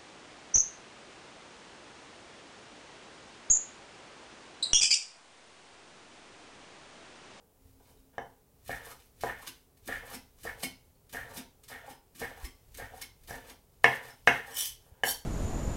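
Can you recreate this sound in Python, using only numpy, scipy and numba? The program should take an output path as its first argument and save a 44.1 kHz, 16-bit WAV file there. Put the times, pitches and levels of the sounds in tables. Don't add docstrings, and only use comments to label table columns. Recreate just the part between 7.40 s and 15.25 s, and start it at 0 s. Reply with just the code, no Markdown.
import sys
import numpy as np
from scipy import signal
from scipy.fft import rfft, irfft, next_fast_len
from scipy.io import wavfile
from scipy.ndimage import map_coordinates
from numba import njit

SR = 44100
rng = np.random.default_rng(int(sys.argv[2]) if len(sys.argv) > 2 else 0)


def waveform_to_disk(signal):
    frames = np.transpose(np.atleast_2d(signal))
    scaled = np.clip(frames, -1, 1) * 32767
    samples = np.round(scaled).astype(np.int16)
    wavfile.write(sys.argv[1], SR, samples)


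def rack_gain(trim_db):
    fader = np.asarray(trim_db, float)
    return 10 ** (fader / 20)


N = 346185

# (frequency [Hz], level [dB], time to fall 60 dB [s])
BOARD_MODES = [(131.7, -16.5, 0.26), (190, -28, 0.023), (276, -7, 0.12), (411, -8, 0.072),
               (477, -1.5, 0.097), (564, -2, 0.048), (708, -2, 0.055), (795, 3, 0.066), (861, 7.5, 0.051),
               (980, -1.5, 0.11), (1030, -14, 0.06), (1180, -14.5, 0.12), (1430, -1.5, 0.0096),
               (1560, -1.5, 0.036)]
# (time [s], time to full press [s], slide level [dB], rub level [dB])
SLIDES = [(0, 0.0072, -84, -60.5), (.4, 0.0085, -88, -68), (.73, 0.02, -54.5, -58),
          (.8, 0.0049, -72, -45.5), (1.306, 0.0066, -35.5, -55), (1.848, 0.037, -34.5, -39.5),
          (2.482, 0.041, -31.5, -44.5), (3.041, 0.037, -36.5, -49), (3.729, 0.052, -38.5, -54),
          (4.295, 0.047, -39.5, -51), (4.801, 0.052, -38.5, -40), (5.38, 0.041, -39.5, -45.5),
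          (5.881, 0.054, -41, -41), (6.483, 0.06, -37, -31.5), (6.911, 0.028, -32, -32.5),
          (7.42, 0.012, -100, -82), (7.657, 0.0046, -39, -36.5)]
# (lift time [s], hiss level [dB], slide level [dB], rub level [dB], top pitch of the wet gap [Hz])
PUSHES = [(.5, -60.5, -76, -68.5, 815), (.92, -85, -85, -67, 920), (1.501, -51, -43, -50.5, 1230),
          (2.059, -49, -45, -55, 1070), (2.739, -43.5, -43.5, -51.5, 1170), (3.255, -42, -55, -51.5, 810),
          (3.988, -45.5, -44, -47.5, 830), (4.515, -50.5, -46, -53.5, 910), (5.04, -50.5, -46, -54.5, 953),
          (5.61, -50, -49, -54.5, 940), (6.098, -49.5, -47.5, -52.5, 760),
          (6.699, -63.5, -44.5, -51.5, 1050), (7.19, -64, -42, -51.5, 980), (7.61, -92, -60, -65, 890),
          (7.8, -86, -82, -64, 906)]
# (time [s], swish level [dB])
TURNS = [(1.41, -49), (1.951, -51), (2.619, -53), (3.155, -68), (3.86, -74), (4.429, -43.5), (4.931, -42),
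         (5.5, -44), (6.02, -80), (6.599, -67), (7.02, -45.5)]
SPREAD_DB, DETUNE = 2.5, .006


def unit(x):
    return x / np.sqrt(np.mean(x ** 2))


def colour(x, points):
    hz, db = np.transpose(points)
    size = next_fast_len(len(x), True)
    f = np.maximum(np.fft.rfftfreq(size, 1 / SR), 1)
    gain = rack_gain(np.interp(np.log(f), np.log(hz), db, left=-80))
    return unit(irfft(rfft(x, size) * gain, size)[:len(x)])


def ring(modes, spread_db=0., detune=0., opposed=True):
    hz, db, t60 = np.transpose(modes)[:, :, None]
    chance = rng.standard_normal((2, len(modes), 1))
    t = np.arange(SR // 5) / SR
    sign = (-1.) ** np.arange(len(modes))[:, None] if opposed else -1
    fading = rack_gain(db + spread_db * chance[0] - 60 * t / t60)
    tones = np.sin(2 * np.pi * hz * (1 + detune * chance[1]) * t)
    return np.sum(sign * fading * tones, axis=0)


def through(x, response):
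    return signal.fftconvolve(x, response)[:N]


def driven(force, modes):
    response = ring(modes)
    return through(force, response / np.sqrt(np.sum(response ** 2)))


def add(out, s, sound):
    i = int(s * SR)
    out[i:i + len(sound)] += sound[:N - i]


def grit(rate, scatter_db):
    when, size, sign = rng.random(N), rng.exponential(size=N), rng.standard_normal(N)
    largest = 3.5
    return unit((when < rate / SR) * rack_gain(scatter_db * np.minimum(size, largest)) * sign)


def soft_slips(rate, scatter_db):
    return unit(through(grit(rate, scatter_db), np.hanning(int(.0003 * SR) + 3)))


def curve(table, column, outside=-150):
    rows = np.array(table)
    return np.interp(np.arange(N) / SR, rows[:, 0], rows[:, column], left=outside, right=outside)


def swell(s, db, rise, fall, hold_s=0., start_s=0.):
    t = np.arange(N) / SR
    climb_db = rise * np.maximum(s - t, 0)
    fade_db = fall * np.maximum(t - s - hold_s, 0)
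    return (t >= start_s) * rack_gain(db - climb_db - fade_db)


def wander(top_hz):
    return colour(rng.standard_normal(N), [(2, 0), (top_hz, 0), (3 * top_hz, -30)])


@njit
def moving_band(x, hz, sharp):
    y, b, l = np.empty(len(x)), 0., 0.
    for i in range(len(x)):
        g = np.tan(np.pi * hz[i] / SR)
        v = (b + g * (x[i] - l)) / (1 + g * (g + 1 / sharp))
        b, l, y[i] = 2 * v - b, l + 2 * g * v, v / sharp
    return y


def knocks():
    # (time [s], peak level [dB], upper board modes [dB], crack level [dB], contact time [ms])
    blows = [(0.779, -27.5, -4.5, -18, 0.34), (1.292, -26, -13, -31, 0.69), (1.834, -20, -10.5, -22, 0.6),
             (2.488, -32.5, -17, -23, 0.75), (3.05, -31.5, -18, -20, 0.82), (3.231, -42.5, -32, -23, 0.62),
             (3.745, -31, -2, -11, 1), (4.314, -42, -6, -10, 0.5), (4.815, -27, -14.5, -14, 0.83),
             (5.396, -34.5, -8, -14, 0.93), (5.906, -30, -7.5, -7, 0.92), (6.441, -11.5, 6.5, -9, 0.12),
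             (6.872, -13.5, 8, -8.5, 0.73), (7.633, -23, 5, -4, 0.72)]
    # (frequency [Hz], level [dB], time to fall 60 dB [s])
    top_modes = [(1594, -4.5, 0.011), (1682, 6.5, 0.015), (1730, 7.5, 0.0073), (1883, -13, 0.014),
                 (1950, -6, 0.0068)]
    # (frequency [Hz], level [dB], time to fall 60 dB [s])
    hard_modes = [(2067, -5, 0.01), (2230, -10.5, 0.027), (2482, -14.5, 0.017), (2813, -10.5, 0.011),
                  (2650, -7, 0.0095), (2956, -16.5, 0.0095), (3300, -15.5, 0.015), (3440, -23, 0.013),
                  (3660, -16.5, 0.0067)]
    lag_s, spread_s = .002, .0013
    out, t = np.zeros(N), np.arange(SR // 20) / SR
    for s, db, top_db, crack_db, contact_ms in blows:
        push = np.sin(np.pi * np.clip(t[:200] * 1000 / contact_ms, 0, 1)) ** 2 + 1e-9
        hardness_db = db + 12
        stiff_db = max(.5 * hardness_db, -7)
        modes = [(hz, gain + (hz > 930) * stiff_db, t60) for hz, gain, t60 in BOARD_MODES]
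        low = np.convolve(ring(modes, SPREAD_DB, DETUNE, opposed=False), push)
        hard = rack_gain(.45 * hardness_db) * ring(hard_modes, SPREAD_DB, DETUNE)
        top = np.convolve(ring(top_modes, SPREAD_DB, DETUNE) + hard, push[::3])
        low *= np.clip(.3 + np.arange(len(low)) / (spread_s * SR), 0, 1)
        top *= np.clip(.3 + np.arange(len(top)) / (spread_s * SR), 0, 1)
        slap = -np.sin(2 * np.pi * 720 * t) * t / 0.00054 * np.exp(-t / 0.00041)
        slap = signal.sosfilt(signal.butter(2, 300, "high", fs=SR, output="sos"), slap)
        crack = colour(rng.standard_normal(len(t)), [(2500, -27), (5500, 25), (16000, -15)])
        crack *= rack_gain(-60 * t / 0.018)
        add(out, s + lag_s, rack_gain(db + 8.5 - .6 * top_db) * slap)
        add(out, s + lag_s, rack_gain(db - 7.5) * low / push.sum())
        add(out, s + lag_s, rack_gain(db + top_db + 4) * top / np.abs(top).max())
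        add(out, s + lag_s, rack_gain(db + crack_db - 7) * crack)
    return out


def landing(lift_s):
    return max(row[0] for row in SLIDES if row[0] < lift_s)


def halt(depth_db):
    t = np.arange(N) / SR
    return rack_gain(depth_db * sum(np.exp(-((t - s) / .028) ** 2) for s, _ in TURNS))


def wet_hiss():
    # (time [s], hiss level [dB], rise [dB/s], hold [s])
    crunches = [(1.272, -48.5, 543, 0.13), (1.825, -46, 450, 0.0046), (2.474, -53, 391, 0.08),
                (3.016, -53.5, 390, .005), (3.737, -48.5, 503, .005), (4.269, -72, 1500, .005),
                (4.815, -63.5, 214, .005), (5.354, -61, 347, .005), (5.89, -66, 520, 0.0057),
                (6.454, -46.5, 2999, 0.16), (6.87, -48.5, 3002, 0.17)]
    # (time [s], length [s], hiss level [dB])
    draws = [
        (1.588, 0.058, -61.5),
        (2.155, 0.037, -63),
        (6.337, .004, -69),
    ]
    release_db_s = 354
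    cuts = sum(swell(s, db, rise, 112.5, hold_s) for s, db, rise, hold_s in crunches)
    pushes = sum(swell(s, db, 93.5, release_db_s, 0, landing(s)) for s, db, *_ in PUSHES)
    trails = sum(swell(s, db, release_db_s, release_db_s, length_s) for s, length_s, db in draws)
    return (cuts + pushes) * halt(-16) + trails


def touches():
    # (time [s], peak level [dB], decay [s], board thud [dB])
    skin = [(1.2598, -54, 0.046, -3), (1.275, -35.5, 0.081, -14), (1.8067, -34.5, 0.098, -16),
            (2.369, -53, 0.077, -20), (2.452, -49.5, 0.2, -4), (2.4732, -35, 0.048, -10),
            (2.985, -47, 0.045, -35), (3.0311, -31, 0.12, -14), (3.692, -44, 0.07, -20),
            (3.7238, -32, 0.074, -15.5), (4.2328, -38.5, 0.074, -33), (4.2792, -35, 0.25, -26),
            (4.746, -40, 0.52, -17), (4.792, -34, 0.24, -15), (5.343, -34.5, 0.041, -16),
            (5.3703, -33.5, 0.15, -15), (5.833, -48, 0.051, -21), (5.872, -34.5, 0.35, -19),
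            (6.435, -34, 0.063, -32), (6.867, -41.5, .05, -30), (3.95, -39, 0.082, -8),
            (1.4443, -45, .06, -18), (6.441, -30, 0.076, -28), (6.875, -24, 0.043, -25)]
    # (time [s], peak level [dB], blade ring [dB], board thud [dB], lasting ring [Hz])
    aside = [
        (2.0655, -25.5, -20, -21, 2120),
        (2.7323, -30.5, -3.5, -12, 2030),
        (3.2242, -21, -7.5, -17, 2190),
        (3.966, -27.5, -15, -13, 2230),
        (4.49, -47, -0.5, 1, 2610),
        (5.038, -33, -5.5, -14, 2083),
        (5.609, -28.5, -11, -28, 2150),
        (6.09, -41.5, -7, -13, 2380),
        (6.696, -55.5, 9, -16.5, 3140),
        (1.503, -41, -5, -21, 5760),
    ]
    # (frequency [Hz], level [dB], time to fall 60 dB [s])
    side_modes = [(2100, -6, .05), (3150, -5, .03), (5150, -3, .05), (5500, -5, .025), (8500, -4, .015),
                  (11000, -4, .015)]
    puffs, thud, taps = np.zeros(N), np.zeros(N), np.zeros(N)
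    t = np.arange(SR // 5) / SR
    bursts = [(s, db, decay_s, -26.5, thud_db, 4760) for s, db, decay_s, thud_db in skin]
    nudges = [(s, db, .055, *rest) for s, db, *rest in aside]
    for table, rise_s in ((bursts, .0035), (nudges, .013)):
        for s, db, decay_s, ring_db, thud_db, ring_hz in table:
            fade_db = 60 * np.maximum(t - rise_s, 0) / decay_s
            puff = rack_gain(db - 6.5 - fade_db) * np.minimum(t / rise_s, 1)
            add(puffs, s, puff)
            add(thud, s, puff * rack_gain(thud_db + 9))
            blade = ring(side_modes + [(ring_hz, -8, .08)], SPREAD_DB, DETUNE)
            tap = signal.fftconvolve(puff * rng.standard_normal(len(t)), blade / np.linalg.norm(blade))
            add(taps, s, rack_gain(ring_db) * tap)
    return puffs, thud, taps


def flesh():
    # (frequency [Hz], level [dB])
    wet_colour = [(590, -33), (1000, -11.5), (1770, -5), (2330, -4), (4470, -3.5), (5130, -5.5),
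                  (12400, -4.5), (16000, -12)]
    # (frequency [Hz], level [dB], time to fall 60 dB [s])
    rocking_modes = [(264, -4, 0.07), (380, -10, 0.02)]
    puffs, thud, taps = touches()
    pops = grit(9000, scatter_db=1.8)
    wet = colour(pops, wet_colour)
    dull = signal.sosfiltfilt(signal.butter(2, 6000, fs=SR, output="sos"), wet)
    bright = wet - dull
    clumps = rack_gain(1.5 * wander(150))
    ragged = clumps * (dull * rack_gain(3 * wander(40)) + bright * rack_gain(3 * wander(40)))
    return rack_gain(-6.5) * (wet_hiss() + puffs) * ragged + driven(pops * thud, rocking_modes) + taps


def contact():
    rest_hz = 744
    drag_db_s, lift_db_s = 18, 285
    press = sum(swell(s + full_s, db, 140.5, 218, 0, s) for s, full_s, db, _ in SLIDES)
    rub = sum(swell(s, db, 0, 241, 0, s) for s, _, _, db in SLIDES)
    gap = []
    for s, _, slide_db, rub_db, top_hz in PUSHES:
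        start = landing(s)
        press = press + swell(s, slide_db, drag_db_s, lift_db_s, 0, start)
        rub = rub + swell(s, rub_db, drag_db_s, lift_db_s, 0, start)
        turn = max([start + .001] + [at for at, _ in TURNS if at < s])
        gap += [(start, rest_hz), (turn + .015, .9 * rest_hz), (min(s, turn + .09), top_hz)]
    gap_hz = curve(gap, 1, outside=rest_hz) * (1 + .05 * wander(11))
    return press, rub * halt(-2.5), np.clip(gap_hz, 300, 3000)


def slide(press, squeak_modes):
    # (frequency [Hz], level [dB])
    juice = [(900, -32.5), (1400, 5), (1900, -2.5), (2500, -6), (3300, -3.5), (4500, -19.5)]
    hard_press = press * np.minimum(press / rack_gain(-36), 1)
    squeak = driven(soft_slips(1500, scatter_db=1) * hard_press, squeak_modes)
    drag = press * colour(grit(2500, scatter_db=1.8), juice)
    return rack_gain(-14.5) * squeak + rack_gain(-15.5) * drag


def catches(squeak_modes):
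    # (time [s], peak level [dB])
    jumps = [(1.305, -32), (1.328, -29), (1.88, -46), (1.896, -25.5), (2.493, -35), (2.521, -26.5),
             (3.072, -34), (3.094, -29), (3.768, -29), (3.782, -31), (4.326, -34), (4.347, -35),
             (4.377, -39), (4.824, -29), (4.833, -33), (5.393, -49), (5.901, -41)]
    out = np.zeros(N)
    for s, db in jumps:
        chirp = np.convolve(ring(squeak_modes, SPREAD_DB, 3 * DETUNE), np.hanning(12))
        add(out, s, rack_gain(db - 1) * chirp / np.abs(chirp).max())
    return out


def rubbing(rub_gain, gap_hz):
    grind = soft_slips(1200, scatter_db=5.5)
    rub = grind * rub_gain
    board = driven(rub, np.array(BOARD_MODES) * [1, 1, .45])
    gap = moving_band(moving_band(rub, gap_hz, 4.2), gap_hz, 4.2)
    swish = grind * sum(swell(s + .045, db, 300, 300, hold_s=.035) for s, db in TURNS)
    swish = moving_band(moving_band(swish, gap_hz, 7.), gap_hz, 7.)
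    return rack_gain(-10.5) * board + rack_gain(-8.5) * gap + rack_gain(5.5) * swish


def edge():
    # (frequency [Hz], level [dB], time to fall 60 dB [s])
    squeak_modes = [(1540, -5, .01), (1690, -2, .016), (1800, 0, .018), (1920, -2, .012), (2120, -5, .01)]
    press, rub_gain, gap_hz = contact()
    return slide(press, squeak_modes) + catches(squeak_modes) + rubbing(rub_gain, gap_hz)


def sweeps():
    # (time [s], hiss level [dB], blade song against the hiss [dB])
    strokes = [
        [(7.06, -64, -12), (7.132, -52, 7), (7.165, -37, 2), (7.185, -30.5, -1), (7.21, -35.5, 8.5),
         (7.235, -34.5, 1), (7.272, -37, -4.5), (7.374, -72, -3), (7.5, -68, -6)],
        [(7.636, -40.5, -1), (7.66, -30.5, -5), (7.682, -26, 0.5), (7.7, -25.5, 0.5), (7.715, -29, -7),
         (7.735, -42, -11), (7.76, -48, -1), (7.85, -67, 0)],
    ]
    # (frequency [Hz], level [dB], time to fall 60 dB [s])
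    blade_modes = [
        [(3080, -2, .012), (3330, -3, .01), (5400, -5, .009), (5950, -5, .008), (6900, -11, .01),
         (8000, -7, .015), (9500, -7, .014), (11000, -7, .01)],
        [(1590, -5, .04), (3140, -3, .035), (4520, -1, .05), (5500, -1, .035), (5900, -9, .04),
         (6930, -1, .045), (8000, -5, .03), (9500, -1, .03), (10650, -1, .04), (11600, -4, .025),
         (12700, -2, .045), (14700, -4, .025)],
    ]
    # (frequency [Hz], level [dB])
    scrape_colour = [(880, -13), (1500, -33), (1670, -16), (2720, -16.5), (3090, -9), (3880, -12),
                     (12100, -6), (16000, -10)]
    scrape_db = [0, -5]
    grain = grit(12000, scatter_db=5.5)
    song, scrape_gain = 0, 0
    for rows, modes, db in zip(strokes, blade_modes, scrape_db):
        song = song + driven(grain * rack_gain(curve(rows, 1) + curve(rows, 2)), modes)
        scrape_gain = scrape_gain + rack_gain(curve(rows, 1) + db)
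    flex = through(.003 * wander(15), np.exp(-np.arange(SR // 5) / (.05 * SR)))
    song = map_coordinates(song, [np.arange(N) + flex], order=3)
    return rack_gain(-.5) * scrape_gain * colour(grain, scrape_colour) + rack_gain(-5) * song


def pings():
    # (time [s], level [dB], frequency [Hz], time to fall 60 dB [s])
    lone_rings = [(.781, -46, 3050, .04), (.781, -52, 3550, .025), (.781, -62, 5900, .08),
                  (5.62, -47, 2200, .15), (6.098, -52, 5600, .06), (7.635, -30, 1750, .03),
                  (7.635, -24, 3000, .04), (5.052, -57, 1150, .2), (3.228, -42, 2060, .1),
                  (3.235, -45, 5100, .14), (2.08, -47, 5200, .13), (5.053, -47, 5250, .13),
                  (5.046, -42, 1900, .015), (3.975, -43, 3300, .04), (5.619, -45, 5400, .09),
                  (.51, -70, 3050, .1), (.5, -66, 4400, .04), (.53, -67, 5600, .03), (.575, -62, 3800, .03),
                  (3.555, -66, 4400, .06)]
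    out = np.zeros(N)
    for s, db, hz, t60 in lone_rings:
        add(out, s, ring([(hz, db, t60)]))
    return out


def kitchen(x):
    # (frequency [Hz], time to fall 60 dB [s])
    decay = [(150, 0.319), (500, 0.25), (1500, 0.28), (4000, 0.32), (10000, 0.17)]
    # (delay [s], level [dB])
    echoes = [
        (.0017, -4),
        (.0055, -12),
        (.011, -14),
    ]
    t = np.arange(SR) / SR
    hz, t60 = np.transpose(decay)
    tail = 0
    for centre in 60 * 2. ** np.arange(9):
        octave = [(centre / 2, -30), (centre / 2.013, 0), (centre * 1.66, 0), (centre * 2, -30)]
        band = colour(rng.standard_normal(SR), octave)
        tail = tail + band * np.sqrt(centre) * rack_gain(-60 * t / np.interp(np.log(centre), np.log(hz), t60))
    tail = tail * np.minimum(t / .007, 1)
    tail = tail * rack_gain(-3) / np.sqrt(np.sum(tail ** 2))
    for s, db in echoes:
        tail[int(s * SR)] += rack_gain(db)
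    return x + through(x, tail)


def table_shake():
    # (time [s], level [dB])
    shakes = [(.26, -63), (.5, -63), (0.831, -66.5), (1.312, -52), (1.86, -53), (2.532, -53), (2.8, -65),
              (3.08, -56.5), (3.28, -62), (3.8, -53.5), (4.3, -59), (4.83, -54.5), (5.05, -58),
              (5.4, -51.5), (5.71, -87), (5.9, -53), (6.45, -59.5), (6.89, -56.5), (7.301, -61), (7.7, -57)]
    # (frequency [Hz], level [dB])
    shake_colour = [(15, 0.5), (35, 2.5), (70, 0), (120, -3.5), (200, -32.5)]
    # (time [s], peak level [dB], length [s])
    bumps = [
        (5.03, -33.5, 0.021),
        (7.515, -47, 0.014),
        (.25, -52.5, 0.012),
    ]
    gain = rack_gain(-74) + sum(swell(s, db, 158.5, 58) for s, db in shakes)
    out = rack_gain(1.5 * wander(4)) * gain * colour(rng.standard_normal(N), shake_colour)
    for s, db, length_s in bumps:
        phase = np.arange(0, 1.5, 1 / (SR * length_s))
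        add(out, s, -rack_gain(db) * np.sin(2 * np.pi * phase) * np.sin(np.pi * phase / 1.5))
    return out


def room_hum():
    # (frequency [Hz], level [dB])
    hum_colour = [(59, -42.5), (100, -24), (140, 3), (156, -3.5), (266, -5.5), (295, -14), (381, -3),
                  (621, -10.5), (801, -11.5), (1650, -24), (3700, -26.5), (4380, -27), (5420, -25.5),
                  (14700, -20.5), (16000, -17)]
    # (frequency [Hz], level [dB], change over the whole time [dB])
    motor_tones = [(112.1, -85, 4.5), (267.4, -74.5, -17), (434.5, -76, -12.5)]
    noise = rng.standard_normal(N)
    motor = 0
    for hz, db, change_db in motor_tones:
        motor = motor + rack_gain(db + change_db * np.arange(N) / N) * driven(noise, [(hz, 0, .4)])
    hum = rack_gain(-67) * colour(rng.standard_normal(N), hum_colour)
    return hum + motor * rack_gain(1.5 * wander(3))


def scene():
    knife = knocks() + flesh() + edge() + sweeps() + pings()
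    board = signal.sosfilt(signal.butter(2, 95, "high", fs=SR, output="sos"), knife)
    return (rack_gain(-3) * kitchen(board) + table_shake() + room_hum())[None]


def top_cut(x):
    return signal.sosfilt(signal.butter(12, 16500, fs=SR, output="sos"), x)


def record(dry):
    mix = signal.sosfilt(signal.ellip(8, .2, 60, 15900, fs=SR, output="sos"), dry)
    return top_cut(mix)


dry = scene()
out = record(dry)
waveform_to_disk(out)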